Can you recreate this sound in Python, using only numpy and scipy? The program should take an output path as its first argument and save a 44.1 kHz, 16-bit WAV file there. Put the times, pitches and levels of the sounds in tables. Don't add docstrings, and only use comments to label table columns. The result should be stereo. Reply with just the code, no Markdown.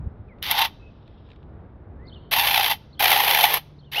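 import sys
import numpy as np
from scipy import signal
from scipy.fft import rfft, irfft
from scipy.io import wavfile
from scipy.ndimage import map_coordinates

SR = 44100
rng = np.random.default_rng(int(sys.argv[2]) if len(sys.argv) > 2 else 0)


def store_wav(level_fs):
    pcm = np.round(np.clip(np.atleast_2d(level_fs), -1, 1) * 32767)
    wavfile.write(sys.argv[1], SR, pcm.T.astype(np.int16))


N = 176400

# (frequency [Hz], gain [dB])
HOUSING_COLOUR = [(100, -66.5), (290, -32.5), (400, -23.5), (600, -20.5), (720, -9.5), (830, -1),
                  (1000, -9), (1400, -13), (1950, -4.5), (3200, -2), (4200, -6.5), (6200, -17.5),
                  (7400, -34), (8500, -29), (10200, -15), (10800, -18.5), (11500, -9), (13000, -12),
                  (15600, -18.5)]
# (frequency [Hz], strength [dB])
STEEL_NOTES = [(2027, -18.5), (2713, -5), (3105, 2), (3454, 0), (3920, -10.5), (10200, -5.5), (11519, -0.5),
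               (12273, -1), (12973, 0.5)]
# (frequency [Hz], share of power [0-1])
SCATTERED_SHARE = [(300, 0.064), (850, 0.03), (2000, 0.29), (4000, 0.7), (7500, 1), (11500, 0.76),
                   (15000, 0.37)]
# (frequency [Hz], left minus right [dB])
BALANCE = [(300, -1.5), (850, -1.7), (1400, -3.5), (4300, -5.5), (6300, -2), (8000, 7), (10200, 4.5),
           (11400, 0.5), (12300, 10), (15000, -5)]
THUD_HZ, HOLLOW_HZ, SIZZLE_HZ = 556, 1180, 6800
STEEL_WIDTH_HZ, RIGHT_LEAD_S = 28, .000085


def drill():
    hz = grid()
    power, whine = gears()
    strength = np.sqrt(power + snags())
    thud, low, below_sizzle = [1 / (1 + (hz / edge) ** 8) for edge in (THUD_HZ, HOLLOW_HZ, SIZZLE_HZ)]
    bands = np.array([thud, low - thud, below_sizzle - low, 1 - below_sizzle])
    impacts = rebound(np.array([teeth(), teeth(), teeth()]))
    common, left, right = [filtered(strength * hits, bands).sum(0) for hits in impacts]
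    share, side = np.clip(along(SCATTERED_SHARE, hz), 0, 1), np.array([[.5], [-.5]])
    balance = amp(side * along(BALANCE, hz))
    balance /= np.sqrt(np.mean(balance ** 2, 0))
    damping = 1j * hz * STEEL_WIDTH_HZ
    steel = 1 + sum(amp(db) * damping / (f * f - hz * hz + damping) for f, db in STEEL_NOTES)
    body = causal(unit(amp(along(HOUSING_COLOUR, hz)))) * steel * balance
    direct = np.sqrt(1 - share) * np.exp(-2j * np.pi * hz * side * RIGHT_LEAD_S)
    scattered = filtered(np.array([left, right]), body * np.sqrt(share))
    return filtered(common + whine, body * direct) + scattered


# (on [s], off [s], spin-up time [s], grind level [dB], change over the pull [dB],
# extra thud [dB], extra hollow ring [dB], extra sizzle [dB], whine level [dB])
TRIGGER_PULLS = [(0.422, .655, .036, -26.5, 7, 4, 3, -6, -38),
                 (2.311, 2.729, 0.0023, -19.5, -3, 6.5, 4, 1.5, -35.5),
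                 (2.993, 3.571, .003, -18, -4, 13.5, 5.5, 2, -34),
                 (3.915, 4.034, 0.042, -32, 8.5, 19, 11, -2.5, -23)]
# (pitch [multiple of MESH_HZ], relative level [dB])
WHINE_TONES = [(.25, -6), (1, -5), (2, -6)]
MESH_HZ = 3680
CHATTER_HZ, CHATTER_DB, BRAKE_DB_PER_S = 229, 2, 751.5


def gears():
    t, power, whine = clock(), np.zeros((4, N)), np.zeros(N)
    chatter = amp(CHATTER_DB * wobble(CHATTER_HZ)) ** 2
    chatter /= chatter.mean()
    waver, flutter = 1 + .02 * wobble(90) + .018 * wobble(900), amp(3 * wobble(160))
    for on, off, spin_s, db, change_db, thud_db, hollow_db, sizzle_db, whine_db in TRIGGER_PULLS:
        age = np.maximum(t - on, 0)
        speed = 1 - np.exp(-age / spin_s)
        running = (1 - np.exp(-age / 0.0051)) * amp(-BRAKE_DB_PER_S * np.maximum(t - off, 0))
        grind = running * amp(db + change_db * np.minimum(age / (off - on), 1))
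        thud, hollow = grind * amp(thud_db) * speed, grind * amp(hollow_db) * speed ** 3
        power += chatter * np.array([thud, hollow, grind, grind * amp(sizzle_db)]) ** 2
        pitch = MESH_HZ * speed * waver
        tones = sum(amp(tone_db) * speed ** (1.7 / k) * sine(k * pitch) for k, tone_db in WHINE_TONES)
        whine += amp(whine_db - db) * grind * flutter * tones
    return power, whine


# (time [s], relative peak [dB], extra thud and hollow ring [dB], extra sizzle [dB])
TOOTH_SNAGS = [(0.5133, -3.5, -3, 6.5), (0.5829, -5.5, -2, -9), (.592, -4, 2.5, 0),
               (0.619, -0.5, 2.5, -2.5), (2.3378, -1, 1.5, -1), (2.388, -3.5, 0, -2), (2.398, -2, -5, -1),
               (2.448, -5, -9, -12.5), (2.4743, -4.5, -9, -2), (2.4847, -8.5, -7, -10.5),
               (2.5126, -4, -3, -2.5), (2.5453, -0.5, 1.5, -5), (2.5615, -1.5, -14.5, -5),
               (2.5779, -2, 4.5, -5), (2.5983, -5.5, 9, 0.5), (2.6112, -2, 1, -15.5),
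               (2.6445, -4.5, 5, -4.5), (2.6631, -3.5, -3.5, -0.5), (2.6817, -7, 3, -1),
               (2.7139, -4, 5, -3.5), (2.7246, -13.5, 6.5, -4.5), (3.028, -5, -7.5, -6),
               (3.043, -6, 6.5, 7), (3.0573, 1.5, 0, -5), (3.0808, -2, -8, 0), (3.0945, -13, -8, -8),
               (3.105, -4, -5, 4.5), (3.1183, 1, 5.5, 1), (3.13, -2.5, 7, 0), (3.1628, -2, -0.5, -5.5),
               (3.2034, -1.5, 6, 0), (3.2477, -5.5, -7, 4), (3.2807, -2.5, 4.5, 1), (3.312, -0.5, -2, 0),
               (3.349, 0, -2.5, 1), (3.3738, -5, -3.5, 0), (3.391, -5, 9.5, 5.5), (3.411, -3, 0.5, 2.5),
               (3.4325, -4, 6.5, 5.5), (3.4407, 1.5, 6, -1.5), (3.4452, -6, 6, -0.5),
               (3.4538, -2, -12, 2.5), (3.5418, -7.5, 13, 12.5)]
SNAG_DB, SNAG_THUD_DB = -9, 3
SNAG_GRAB_S, SNAG_FADE_S = 0.021, 0.03
CLACK_S, CLACK_DB, CLACK_FADE_S = .4272, -15, 0.013


def snags():
    t, power, lead = clock(), np.zeros((4, N)), SR // 100
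    age = (np.arange(SR // 10) - lead) / SR
    slip = amp(-60 * np.maximum(-age / SNAG_GRAB_S, age / SNAG_FADE_S))
    for s, db, hollow_db, sizzle_db in TOOTH_SNAGS:
        gains = amp(db + SNAG_DB + np.array([hollow_db + SNAG_THUD_DB, hollow_db, 0, sizzle_db]))
        start = int(s * SR) - lead
        power[:, start:start + len(slip)] += np.outer(gains, slip) ** 2
    power[2:] += (t >= CLACK_S) * amp(CLACK_DB - 60 * np.abs(t - CLACK_S) / CLACK_FADE_S) ** 2
    return power


def teeth(per_second=1500, scatter_db=6):
    late, size, sign = rng.random((N // 4, 3)).T
    at = ((np.arange(len(late)) + late) * SR / per_second).astype(int)
    hits = np.sign(sign - .5) * amp(scatter_db * (2 * size - 1))
    return unit(np.bincount(at, hits, N)[:N])


def rebound(hits, delay_s=.0014, swing=.2, wander_hz=30, bounce_db=-8):
    gain = amp(bounce_db)
    earlier = clock() - delay_s * np.exp(swing * wobble(wander_hz))
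    at = np.clip(np.round(earlier * SR).astype(int), 0, N - 1)
    return (hits + gain * hits[:, at]) / np.sqrt(1 + gain ** 2)


# (start [s], end [s], frequency [Hz], width [Hz], gain [dB])
PULL_COLOURS = [(.4, .8, 2520, 600, -2.5), (.4, 0.797, 1086, 200, 4), (.4, 0.797, 3680, 402, 2),
                (2.2, 2.903, 3520, 500, 1), (2.9, 3.7, 1850, 504, 2)]


def colour_pulls(x):
    t = clock()
    for start, end, hz, width_hz, db in PULL_COLOURS:
        pull = x * ((t > start) & (t < end))
        band = signal.lfilter(*signal.iirpeak(hz, hz / width_hz, SR), pull)
        x = x + (amp(db) - 1) * band
    return x


# (time [s], length [s], start pitch [Hz], end pitch [Hz], level [dB])
MOTOR_CREEPS = [(1.96, 0.14, 1490, 2120, -59.5)]


def motor_creep():
    return glides(MOTOR_CREEPS)


# (time [s], level [dB])
SHELL_TICKS = [(.386, -56), (1.078, -48.5), (1.289, -52), (1.303, -46.5), (1.316, -44), (1.332, -54),
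               (1.361, -50.5), (1.429, -55.5)]
# (frequency [Hz], gain [dB])
TICK_TONE = [(300, -28.5), (1500, 2), (2400, 8), (3800, 6.5), (5000, -13), (7000, -23.5), (14000, -39)]
# (time [s], level [dB])
RUB_LEVEL = [(.7, -80), (.95, -68), (1.12, -67), (1.33, -66.5), (1.4, -75), (1.8, -83)]
# (frequency [Hz], gain [dB])
RUB_TONE = [(1500, -40), (2300, -4.5), (2900, 3.5), (3700, 5), (4400, -7), (5400, -9), (6200, -40)]


def handling(tick_fade_s=0.02):
    t = clock()
    rub = noise(RUB_TONE) * level(RUB_LEVEL) * amp(1.5 * wobble(60))
    taps = sum(amp(db - 60 * np.abs(t - s) / tick_fade_s) * (t >= s) for s, db in SHELL_TICKS)
    shell = causal(unit(amp(along(TICK_TONE, grid()))))
    return rub + filtered(taps * rng.standard_normal((2, N)), shell)


# (frequency [Hz], time to fade by 60 dB [s])
NEAR_FADE = [(300, 0.41), (6000, .42), (12000, 0.25)]
FAR_FADE = [(3000, 0.76), (6000, 0.99), (12000, 0.24)]


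def yard_echoes(x, near_db=-29.5, far_db=-37):
    return amp(near_db) * echo(x, NEAR_FADE) + amp(far_db) * echo(x, FAR_FADE)


# (time within the song [s], pitch [Hz], relative level [dB])
BIRD_PHRASE = [(-.02, 4080, -25.5), (-.004, 5000, -14.5), (.001, 3600, -9.5), (.009, 4340, -0.5),
               (.021, 4250, -3), (0.029, 3200, -4.5), (0.041, 3100, -14.5), (.054, 3100, 2),
               (0.072, 3750, -4), (0.077, 3150, -2.5), (0.098, 2850, -3.5), (0.121, 2750, -25)]
# (time [s], level [dB])
BIRD_SONGS = [(2.073, -47.5), (2.925, -54), (3.785, -58.5)]
# (time [s], length [s], start pitch [Hz], end pitch [Hz], level [dB])
BIRD_WHISTLES = [(.28, 0.077, 2620, 1944, -57), (.797, 0.11, 2605, 2580, -57.5)]


def birds(echo_db=-5, echo_fade_s=0.98):
    t, (at, hz, db) = clock(), np.transpose(BIRD_PHRASE)
    song = glides(BIRD_WHISTLES)
    rasp, flutter = 1 + 0.02 * wobble(900), amp(2.5 * wobble(260))
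    for s, song_db in BIRD_SONGS:
        loudness = flutter * amp(song_db + np.interp(t - s, at, db, left=-120, right=-120))
        song += loudness * sine(np.interp(t - s, at, hz) * rasp)
    pair = np.array([song, song])
    return pair + amp(echo_db) * echo(pair, [(1000, echo_fade_s)])


# (time [s], level [dB])
PUFF_LEVEL = [(0, -19.5), (.03, -34), (.052, -29), (.078, -20), (.114, -51), (.17, -33.5), (.45, -74)]
# (frequency [Hz], gain [dB])
PUFF_TONE = [(20, -30), (60, 2), (105, -4.5), (200, -16.5), (600, -48), (3000, -100)]


def wind_puff(right_db=-21.5):
    return noise(PUFF_TONE) * level(PUFF_LEVEL) * amp([[0], [right_db]])


# (time [s], level [dB])
HUM_LEVEL = [(0, -62), (2.6, -56), (3.1, -50), (3.7, -46.5), (4, -48.5)]


def hum(pitch_hz=144):
    return level(HUM_LEVEL) * sine(pitch_hz * (1 + 0.024 * wobble(4.1)))


# (frequency [Hz], gain [dB])
RUMBLE_TONE = [(15, -29.5), (25, -7.5), (65, -1), (104, -2), (134, -8), (300, -14), (463, -17.5),
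               (1370, -29.5), (2130, -40), (4160, -61.5), (6130, -81), (12000, -84.5), (15600, -112)]
# (time [s], relative level [dB])
RUMBLE_LEVEL = [(0, -52), (.8, -55), (1.3, -56), (1.7, -52.5), (2.2, -52.5), (2.9, -55.5), (4, -60)]
# (frequency [Hz], likeness [0-1])
RUMBLE_LIKENESS = [(40, .1), (90, 0.72), (200, 1), (900, 0.57), (4000, 0.48)]


def rumble(boost_db=10):
    hz = grid()
    spread = np.arccos(np.clip(along(RUMBLE_LIKENESS, hz), -1, 1)) / 2
    colours = amp(along(RUMBLE_TONE, hz)) * np.array([np.cos(spread), np.sin(spread)])
    mid, side = filtered(rng.standard_normal((2, N)), colours)
    air = unit(np.array([mid + side, mid - side]))
    return air * level(RUMBLE_LEVEL) * amp(boost_db + 0.85 * wobble(6.95))


def glides(rows, rasp=.014):
    out = np.zeros(N)
    for s, length, start_hz, end_hz, db in rows:
        progress = np.clip((clock() - s) / length, 0, 1)
        pitch = end_hz + (start_hz - end_hz) * (1 - progress) ** 2
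        swell = np.sqrt(np.abs(np.sin(np.pi * progress)))
        out += amp(db) * swell * sine(pitch * (1 + rasp * wobble(550)))
    return out * amp(3.5 * wobble(70))


def echo(x, fade_times):
    hz, t, spectrum = signal.stft(rng.standard_normal((2, SR)), SR, nperseg=256)
    fade = amp(-60 * t / along(fade_times, hz)[:, None])
    tail = signal.istft(spectrum * fade, SR, nperseg=256)[1]
    return signal.fftconvolve(x, tail / np.linalg.norm(tail[0]), axes=1)[:, :N]


def noise(tone):
    return unit(filtered(rng.standard_normal((2, N)), amp(along(tone, grid()))))


def amp(db):
    return 10 ** (np.asarray(db) / 20)


def unit(x):
    return x / np.sqrt(np.mean(x ** 2) + 1e-20)


def clock():
    return np.arange(N) / SR


def along(points, hz):
    f, v = np.transpose(points)
    return np.interp(np.log(hz + 1), np.log(f + 1), v)


def level(points):
    return amp(np.interp(clock(), *np.transpose(points)))


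def wobble(rate):
    return map_coordinates(rng.standard_normal(N // 8), [clock() * rate], mode="wrap")


def grid():
    return np.fft.rfftfreq(2 * N, 1 / SR)


def filtered(x, response):
    return irfft(rfft(x, 2 * N) * response)[..., :N]


def causal(gain):
    cepstrum = irfft(np.log(np.maximum(gain, 1e-6)))
    cepstrum[1:N] *= 2
    cepstrum[N + 1:] = 0
    return np.exp(rfft(cepstrum))


def sine(hz):
    return np.sin(2 * np.pi * np.cumsum(hz) / SR)


def scene():
    near = colour_pulls(drill()) + handling() + motor_creep()
    return near + yard_echoes(near) + birds() + rumble() + hum() + wind_puff()


def record(dry):
    top_hz = 15930
    rounded = dry / (1 + np.abs(dry) ** 4) ** .25
    return filtered(rounded, np.clip((top_hz - grid()) / 200, 0, 1) ** 2)


dry = scene()
out = record(dry)
store_wav(out)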